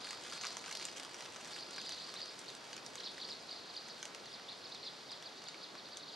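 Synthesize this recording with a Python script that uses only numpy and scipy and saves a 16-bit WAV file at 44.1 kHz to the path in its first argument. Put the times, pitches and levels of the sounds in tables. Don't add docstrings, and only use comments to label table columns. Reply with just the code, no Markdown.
import sys
import numpy as np
from scipy import signal
from scipy.fft import rfft, irfft
from scipy.io import wavfile
from scipy.ndimage import uniform_filter1d

SR = 44100
rng = np.random.default_rng(int(sys.argv[2]) if len(sys.argv) > 2 else 0)


def to_wav(s):
    ch = np.atleast_2d(s).T
    pcm = np.round(np.clip(ch, -1, 1) * 32767)
    wavfile.write(sys.argv[1], SR, pcm.astype(np.int16))


N = 271215
TIME_S = np.arange(N) / SR
SIDES = np.array([[.5], [-.5]])


def gain_of(db):
    return 10 ** (np.asarray(db) / 20)


def evened(x):
    return x / np.sqrt(np.mean(x ** 2) + 1e-20)


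def read(points, hz):
    f, value = np.transpose(points)
    return np.interp(np.log(hz + 1), np.log(f + 1), value)


def add(mix, start_s, sound):
    part = mix[:, round(start_s * SR):][:, :sound.shape[1]]
    part += sound[:, :part.shape[1]]


LAG_S_PER_DB = 2.2e-5


def ports(sound, pan_db):
    hz = np.fft.rfftfreq(len(sound), 1 / SR)
    lead_s = SIDES * pan_db * LAG_S_PER_DB
    shift = gain_of(SIDES * pan_db) * np.exp(2j * np.pi * hz * lead_s)
    return irfft(rfft(sound) * shift, len(sound))


def wood(dry_sound, t60_s, wet_db, build_s=.012, count=3):
    t = np.arange(SR // 2) / SR
    envelope = gain_of(-60 * t / t60_s) * (1 - np.exp(-(t / build_s) ** 2))
    out = dry_sound
    for k in range(count):
        sparse = rng.choice([-1., 1.], (3, len(t))) * (rng.random((3, len(t))) < .04)
        shared, left, right = sparse
        taps = (shared + 0.083 * np.array([left, right])) * envelope
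        taps = taps / np.linalg.norm(taps[0])
        turn = np.sqrt(2 / count) * np.cos(np.pi * (3 * TIME_S + k / count))
        out = out + gain_of(wet_db) * signal.fftconvolve(dry_sound * turn, taps, axes=1)[:, :N]
    return out


SETTLE_S = .002
# f/Hz, relative level/dB
LEAF_COLOUR = [(150, -60), (600, -2), (1500, -43), (3000, 0), (6000, -1), (8000, -2.5), (11000, -14.5),
               (15000, -36)]


def tick(noise, tick_db, tap_db, ring_hz, splash_s=.0014, tap_s=.0022, ring_db=4.5, width_hz=900, tap_hz=1700):
    size = len(noise)
    t, f = np.arange(size) / SR - SETTLE_S, np.fft.rfftfreq(size, 1 / SR)
    decay = np.exp(-t / np.array([[splash_s], [tap_s]]))
    spray = .1 * np.exp(-t / .007)
    burst = noise * (decay + spray) * (t > 0)
    ring = ring_db * np.exp(-((f - ring_hz) / width_hz) ** 2)
    crisp_filter = gain_of(read(LEAF_COLOUR, f) + ring)
    hollow_filter = np.exp(-(np.log(f / tap_hz + 1e-9) / 0.65) ** 2)
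    crisp, hollow = irfft(rfft(burst) * np.array([crisp_filter, hollow_filter]), size)
    return gain_of(tick_db) * crisp / abs(crisp).max() + gain_of(tap_db) * hollow / abs(hollow).max()


# t/s, relative tick level/dB, relative hollow tap level/dB, ring f/Hz
NEAR_DROPS = [(0.0715, -44, -45.5, 6790), (0.1073, -38, -43, 6570), (0.1296, -44, -43, 5920),
              (0.2209, -47, -55, 7800), (0.237, -42, -56, 5700), (0.299, -44, -56, 6230),
              (0.324, -44, -45, 6200), (0.335, -39, -50, 5690), (0.378, -46, -47, 5630),
              (0.412, -35, -48, 5760), (0.417, -38, -51, 6130), (0.4354, -40, -39, 5830),
              (0.4441, -40, -38.5, 5920), (0.4517, -34.5, -39, 6270), (0.4582, -42, -47, 5660),
              (0.4688, -31, -53, 5770), (0.5202, -45, -58, 6700), (0.5264, -46, -62, 5650),
              (0.569, -31.5, -40.5, 6400), (0.611, -46, -58, 5780), (0.641, -47, -45, 6230),
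              (0.6608, -35.5, -47, 6720), (0.6796, -44, -45, 6330), (0.7123, -39, -43, 6170),
              (0.7259, -35, -51, 5900), (0.7516, -30.5, -48, 5800), (0.7714, -35.5, -52, 5720),
              (0.797, -39, -46, 6260), (0.8119, -45, -41.5, 5630), (0.826, -38, -46, 6150),
              (0.8524, -31, -52, 6710), (0.8857, -40, -46, 5810), (0.9716, -39.5, -50, 6780),
              (0.9981, -39, -46, 5600), (1.0326, -40, -50, 8600), (1.049, -40, -52, 6520),
              (1.1438, -41, -49, 5870), (1.207, -43, -48, 5630), (1.2597, -42, -49, 5600),
              (1.3616, -41, -46.5, 5630), (1.4466, -39, -54, 5940), (1.5638, -44, -44, 6980),
              (1.708, -40, -51, 6420), (1.7614, -40, -55, 5600), (1.7817, -45, -40.5, 5650),
              (1.8153, -42, -53, 6620), (1.8632, -45, -53, 5610), (1.8925, -37, -45, 6220),
              (1.921, -40, -47, 5950), (1.985, -47, -58, 6350), (2.14, -38, -49.5, 5600),
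              (2.1544, -49, -46.5, 5700), (2.2039, -46, -50, 5600), (2.259, -44, -53, 6000),
              (2.391, -41, -55, 7400), (2.5012, -44, -58, 6540), (2.5504, -38.5, -61, 7500),
              (2.7302, -41, -46, 5670), (2.7658, -38, -52, 6820), (2.779, -45, -48, 5660),
              (2.8632, -38.5, -57, 5620), (2.9552, -38, -50, 5720), (3.0053, -46, -49.5, 6270),
              (3.053, -51, -56, 5600), (3.1803, -51, -44.5, 6030), (3.2894, -41, -51, 5800),
              (3.7394, -46, -54, 5790), (3.8846, -43, -52, 6230), (4.0285, -34, -42.5, 5920),
              (4.054, -36.5, -49, 5840), (4.1475, -40, -47, 5800), (4.2572, -46, -52, 6130),
              (4.3966, -50, -50, 5890), (4.7471, -44, -54, 5670), (5.1173, -44, -52, 6300),
              (5.225, -45, -48, 5800), (5.4196, -48, -57, 5850), (5.44, -48, -54, 6220),
              (5.4857, -39, -53, 6660), (5.5434, -55, -46, 5800), (5.7528, -48, -48, 5630),
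              (5.888, -47, -57, 5770), (5.9708, -35, -60, 6340)]


def near_drops(tick_gain_db=2.9, tap_gain_db=5.8):
    out = np.zeros((2, N))
    draws = rng.standard_normal((len(NEAR_DROPS), 1026))
    for (start_s, tick_db, tap_db, ring_hz), row in zip(NEAR_DROPS, draws):
        pan_db, tap_hz = 0.5 * row[0], 1700 * np.exp(0.16 * row[1])
        sound = tick(row[2:], tick_db + tick_gain_db, tap_db + tap_gain_db, ring_hz, ring_db=7, tap_hz=tap_hz)
        add(out, start_s - SETTLE_S, ports(sound, pan_db))
    return out


PATTER_DB, EASING_DB_PER_S = -52.4, 3


def easing():
    return gain_of(PATTER_DB - EASING_DB_PER_S * TIME_S)


def patter(drops_per_s=1100, spread_db=6.5, clump=.45, leaves=36):
    shaken = evened(uniform_filter1d(rng.standard_normal(N), size=3000))
    falls = rng.random(N) < drops_per_s / SR * np.exp(clump * shaken)
    size = gain_of(spread_db * np.minimum(rng.exponential(1, N), 3)) * falls
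    leaf, out = rng.integers(0, leaves, N), np.zeros((2, N))
    for k, (tap, ring, pan) in enumerate(rng.random((leaves, 3))):
        sound = tick(rng.standard_normal(1024), 0, -14 + 14 * tap, 4000 + 4500 * ring)
        hits = (size * (leaf == k))[None]
        out += signal.oaconvolve(hits, ports(sound, 2.5 * (pan - .5)), axes=1)[:, :N]
    return easing() * evened(out)


FLICK_S, FLICK_HZ = .008, 2500


def chirp(length_s, start_hz, end_hz, joined, bend_s=.04, flutter_db=4):
    t = np.arange(-FLICK_S, 1.1 * length_s, 1 / SR)
    bend = np.expm1(-np.maximum(t, 0) / bend_s) / np.expm1(-length_s / bend_s)
    hz = start_hz + (end_hz - start_hz) * bend
    hz = hz - joined * FLICK_HZ * (np.minimum(t, 0) / -FLICK_S) ** 1.6
    hz = uniform_filter1d(hz, size=120, mode="nearest")
    knots_s = [-FLICK_S, -.75 * FLICK_S, 0, .4 * length_s, .85 * length_s, 1.1 * length_s]
    shape = np.interp(t, knots_s, [0, 1. 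* joined, .4 + .55 * joined, 1, .6, 0]) * (joined or t > 0)
    beats, phases = rng.random((2, 3, 1))
    flutter = np.sin(2 * np.pi * ((70 + 260 * beats) * t + phases)).sum(0) / np.sqrt(3)
    throat_db = -3 * ((hz - 4500) / 1000) ** 2 - np.maximum(hz - 4900, 0) / 80
    level = shape * gain_of(throat_db + flutter_db * (flutter - .5))
    return level * np.sin(2 * np.pi * np.cumsum(hz) / SR)


# t/s, length/s, start f/Hz, relative level/dB
FALLING_CHIRPS = [(0.004, 0.013, 4750, -45.5), (0.034, 0.012, 4440, -47), (0.052, .014, 4900, -47),
                  (0.088, .01, 4500, -47), (0.104, 0.02, 5060, -44), (1.518, .012, 5000, -50),
                  (1.539, 0.021, 5620, -42.5), (1.573, 0.016, 3800, -45), (1.592, 0.0083, 4900, -45),
                  (1.621, .009, 4600, -48), (1.629, .008, 5200, -44), (1.743, .025, 5300, -49),
                  (1.779, 0.037, 5590, -42.5), (1.813, .01, 4900, -43), (1.848, 0.011, 4600, -47),
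                  (1.866, .0185, 5300, -42), (1.883, .008, 5050, -44), (1.921, .008, 5000, -43),
                  (1.927, .014, 5300, -46), (1.972, .021, 4700, -47), (1.999, .022, 4850, -45),
                  (2.043, .006, 5000, -44), (2.087, .012, 5000, -47), (2.185, 0.01, 5000, -42),
                  (2.202, 0.0089, 5600, -42.5), (2.221, 0.02, 5300, -41.5), (2.277, .012, 4800, -47),
                  (2.293, 0.0087, 5290, -45.5), (2.463, 0.009, 4700, -47), (2.486, .02, 4700, -44),
                  (2.728, 0.021, 5390, -46.5), (2.977, 0.012, 4800, -42.5), (2.997, .016, 5000, -40),
                  (3.031, .011, 4600, -44), (3.048, .01, 5700, -39), (3.056, 0.024, 4700, -39),
                  (3.061, .021, 5000, -43), (3.086, 0.01, 3900, -47), (3.193, 0.016, 4950, -45),
                  (3.218, .022, 4700, -41), (3.247, .012, 4950, -43), (3.282, 0.015, 5300, -47),
                  (3.302, 0.025, 5420, -41), (3.328, .016, 4700, -44.5), (3.49, 0.0066, 4750, -39),
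                  (3.511, 0.021, 4970, -42), (3.59, .012, 4400, -50), (3.677, .008, 4400, -55),
                  (3.701, 0.02, 4810, -49.5), (3.748, 0.011, 4800, -44), (3.769, 0.017, 5020, -40),
                  (3.888, .008, 4200, -53), (3.904, 0.02, 5200, -47), (4.238, 0.014, 4700, -51),
                  (4.264, 0.028, 4700, -49), (4.314, 0.0098, 4400, -45), (4.333, .03, 5400, -46),
                  (4.51, .031, 4800, -45), (4.626, .009, 4500, -51), (4.647, .028, 5450, -45),
                  (4.743, 0.024, 4650, -44.5), (4.828, 0.009, 4700, -44), (4.84, .008, 4600, -44),
                  (4.847, .0095, 5600, -41), (4.856, .02, 4400, -41.5), (4.862, .03, 5200, -40),
                  (5.094, .012, 4400, -45), (5.113, .034, 5350, -43), (5.239, .012, 4800, -49),
                  (5.26, 0.031, 4900, -46), (5.357, .011, 4600, -52), (5.378, .022, 5050, -51),
                  (5.46, 0.011, 4700, -46), (5.478, 0.022, 5000, -45), (5.597, .009, 4700, -54),
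                  (5.611, 0.017, 4850, -50), (5.633, 0.029, 5080, -47), (5.634, .022, 4170, -51),
                  (5.764, .01, 4300, -50), (5.781, 0.032, 4910, -49.5), (5.843, 0.012, 4600, -49),
                  (5.861, 0.03, 4970, -49.5), (5.908, .012, 4900, -51), (5.927, 0.025, 5090, -48),
                  (5.996, .017, 4600, -49), (6.011, .008, 4200, -50), (6.027, .026, 4850, -50),
                  (6.065, 0.012, 4600, -48), (6.086, 0.032, 4900, -47), (6.126, .022, 4900, -50),
                  (6.137, 0.013, 5280, -46)]
# t/s, length/s, start f/Hz, relative level/dB
RISING_CHIRPS = [(1.603, .009, 4600, -46), (1.835, .01, 3800, -48), (2.032, 0.018, 4050, -53),
                 (2.156, 0.029, 3500, -44), (2.189, 0.018, 3400, -44), (3.045, 0.011, 3800, -44),
                 (3.07, 0.01, 4300, -41), (4.481, 0.025, 3270, -41), (4.714, 0.024, 3400, -45.5),
                 (5.966, 0.017, 3400, -49)]
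# t/s, flutter scale/dB
LEAF_FLUTTER = [(0, 8), (3.2, 6), (4, 3.5)]
JOIN_S = .02
REST_HZ, SAG_S = 2270, 0.026
LEAD_S, LEAD_SAG_S = .0195, .011
RISE_HZ_PER_S = 42000


def near_birds():
    out = np.zeros((2, N + SR))
    start_s, length_s, start_hz, level_db = np.transpose(FALLING_CHIRPS)
    pause_s = start_s[1:] - (start_s + length_s)[:-1]
    joined = np.r_[False, (0 < pause_s) & (pause_s < JOIN_S)]
    leads = np.roll(joined, -1) & (length_s < LEAD_S)
    joined = joined & ~leads
    sag_s = np.where(leads, LEAD_SAG_S, SAG_S)
    end_hz = REST_HZ + (start_hz - REST_HZ) * np.exp(-length_s / sag_s)
    for s, db, *slide in zip(start_s, level_db, length_s, start_hz, end_hz, joined):
        fall = chirp(*slide, flutter_db=np.interp(s, *np.transpose(LEAF_FLUTTER)))
        add(out, s, gain_of(db) * fall * np.ones((2, 1)))
    for s, length, low_hz, db in RISING_CHIRPS:
        flutter_db = np.interp(s, *np.transpose(LEAF_FLUTTER))
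        rise = chirp(length, low_hz, low_hz + RISE_HZ_PER_S * length, False, 1, flutter_db)
        add(out, s, gain_of(db) * rise * np.ones((2, 1)))
    return out[:, round(FLICK_S * SR):][:, :N]


# t/s, level/dB
FLOCK_LEVEL = [(0, -48), (.15, -54), (.3, -62), (.45, -49.5), (.56, -55), (.66, -59), (.77, -50.5),
               (.9, -60), (1.05, -72), (1.45, -63), (1.6, -56), (1.7, -59), (1.88, -52), (2.1, -53),
               (2.3, -54), (2.4, -63), (2.92, -72), (3.06, -59), (3.2, -59), (4, -58), (4.28, -67),
               (4.5, -58), (4.95, -59), (5.2, -61.5), (5.5, -59), (5.75, -63.5), (6.15, -61)]


def far_flock(birds=30, chirps_per_s=170):
    size = gain_of(2.6 * rng.exponential(1, N)) * (rng.random(N) < chirps_per_s / SR)
    bird, out = rng.integers(0, birds, N), np.zeros(N)
    for k, (length, top, low, join) in enumerate(rng.random((birds, 4))):
        sound = chirp(.008 + .016 * length, 4600 + 1100 * top, 3000 + 1000 * low, join > .4)
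        out += signal.oaconvolve(size * (bird == k), sound)[:N]
    out = wood(out * np.ones((2, 1)), t60_s=.4, wet_db=0)
    return gain_of(np.interp(TIME_S, *np.transpose(FLOCK_LEVEL))) * evened(out)


# f/Hz, relative level per Hz/dB
WASH_COLOUR = [(15, -58), (25, -12), (64, -28.5), (128, -5), (427, 1.5), (856, -0.5), (2560, -7.5),
               (4150, -6), (4620, -4.5), (7090, -16.5), (11200, -28.5), (13100, -31), (15000, -51)]
# f/Hz, correlation/1
WASH_LIKENESS = [(60, .1), (150, 1), (300, 0.67), (900, 0.6), (2000, 0.4), (3500, 0.84), (6000, 0.96),
                 (9000, 0.16), (15000, 0.19)]
WASH_DB = -52.5


def wash():
    frames, hz = N // 256 + 5, np.fft.rfftfreq(1024, 1 / SR)
    a, b, c, d, patches = rng.standard_normal((frames, 513, 5)).T
    patches = uniform_filter1d(uniform_filter1d(patches, size=12, axis=0), size=14, axis=1)
    patches_db = 0.56 * evened(patches)
    same = np.clip(read(WASH_LIKENESS, hz), -1, 1)[:, None]
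    left = a + 1j * b
    right = same * left + np.sqrt(1 - same ** 2) * (c + 1j * d)
    spectra = np.array([left, right]) * gain_of(read(WASH_COLOUR, hz)[:, None] + patches_db)
    noise = signal.istft(spectra, nperseg=1024, noverlap=768)[1][:, :N]
    fade = evened(easing()) ** 0.084
    return gain_of(WASH_DB) * fade * evened(noise)


def scene():
    rain = wood(near_drops() + patter(), t60_s=0.13, wet_db=-7.0, build_s=0.0022)
    birds = gain_of(0.5) * wood(near_birds(), t60_s=0.3, wet_db=-5.5)
    return rain + birds + far_flock() + wash()


# f/Hz, level/dB
PORT_BALANCE = [(100, 1.5), (500, .5), (2000, 0.4), (4500, -0.5), (6300, -4), (8300, 2.5), (11000, -0.5)]
# f/Hz, phase/rad
PORT_LEAD = [(40, 3), (130, 0.39), (300, -0.08), (3000, 0.04), (5200, -0.47), (7000, 1.17), (8300, 1.32),
             (9200, 0.79), (12000, 1)]
EDGE_HZ = 15300


def record(dry):
    hz = np.fft.rfftfreq(N, 1 / SR)
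    level = gain_of(SIDES * read(PORT_BALANCE, hz))
    turn = np.exp(1j * SIDES * read(PORT_LEAD, hz))
    heard = irfft(rfft(dry) * level * turn, N)
    low_pass = signal.firwin(511, EDGE_HZ, window=("kaiser", 9), fs=SR)
    return signal.oaconvolve(heard, low_pass[None], "same")


dry = scene()
out = record(dry)
to_wav(out)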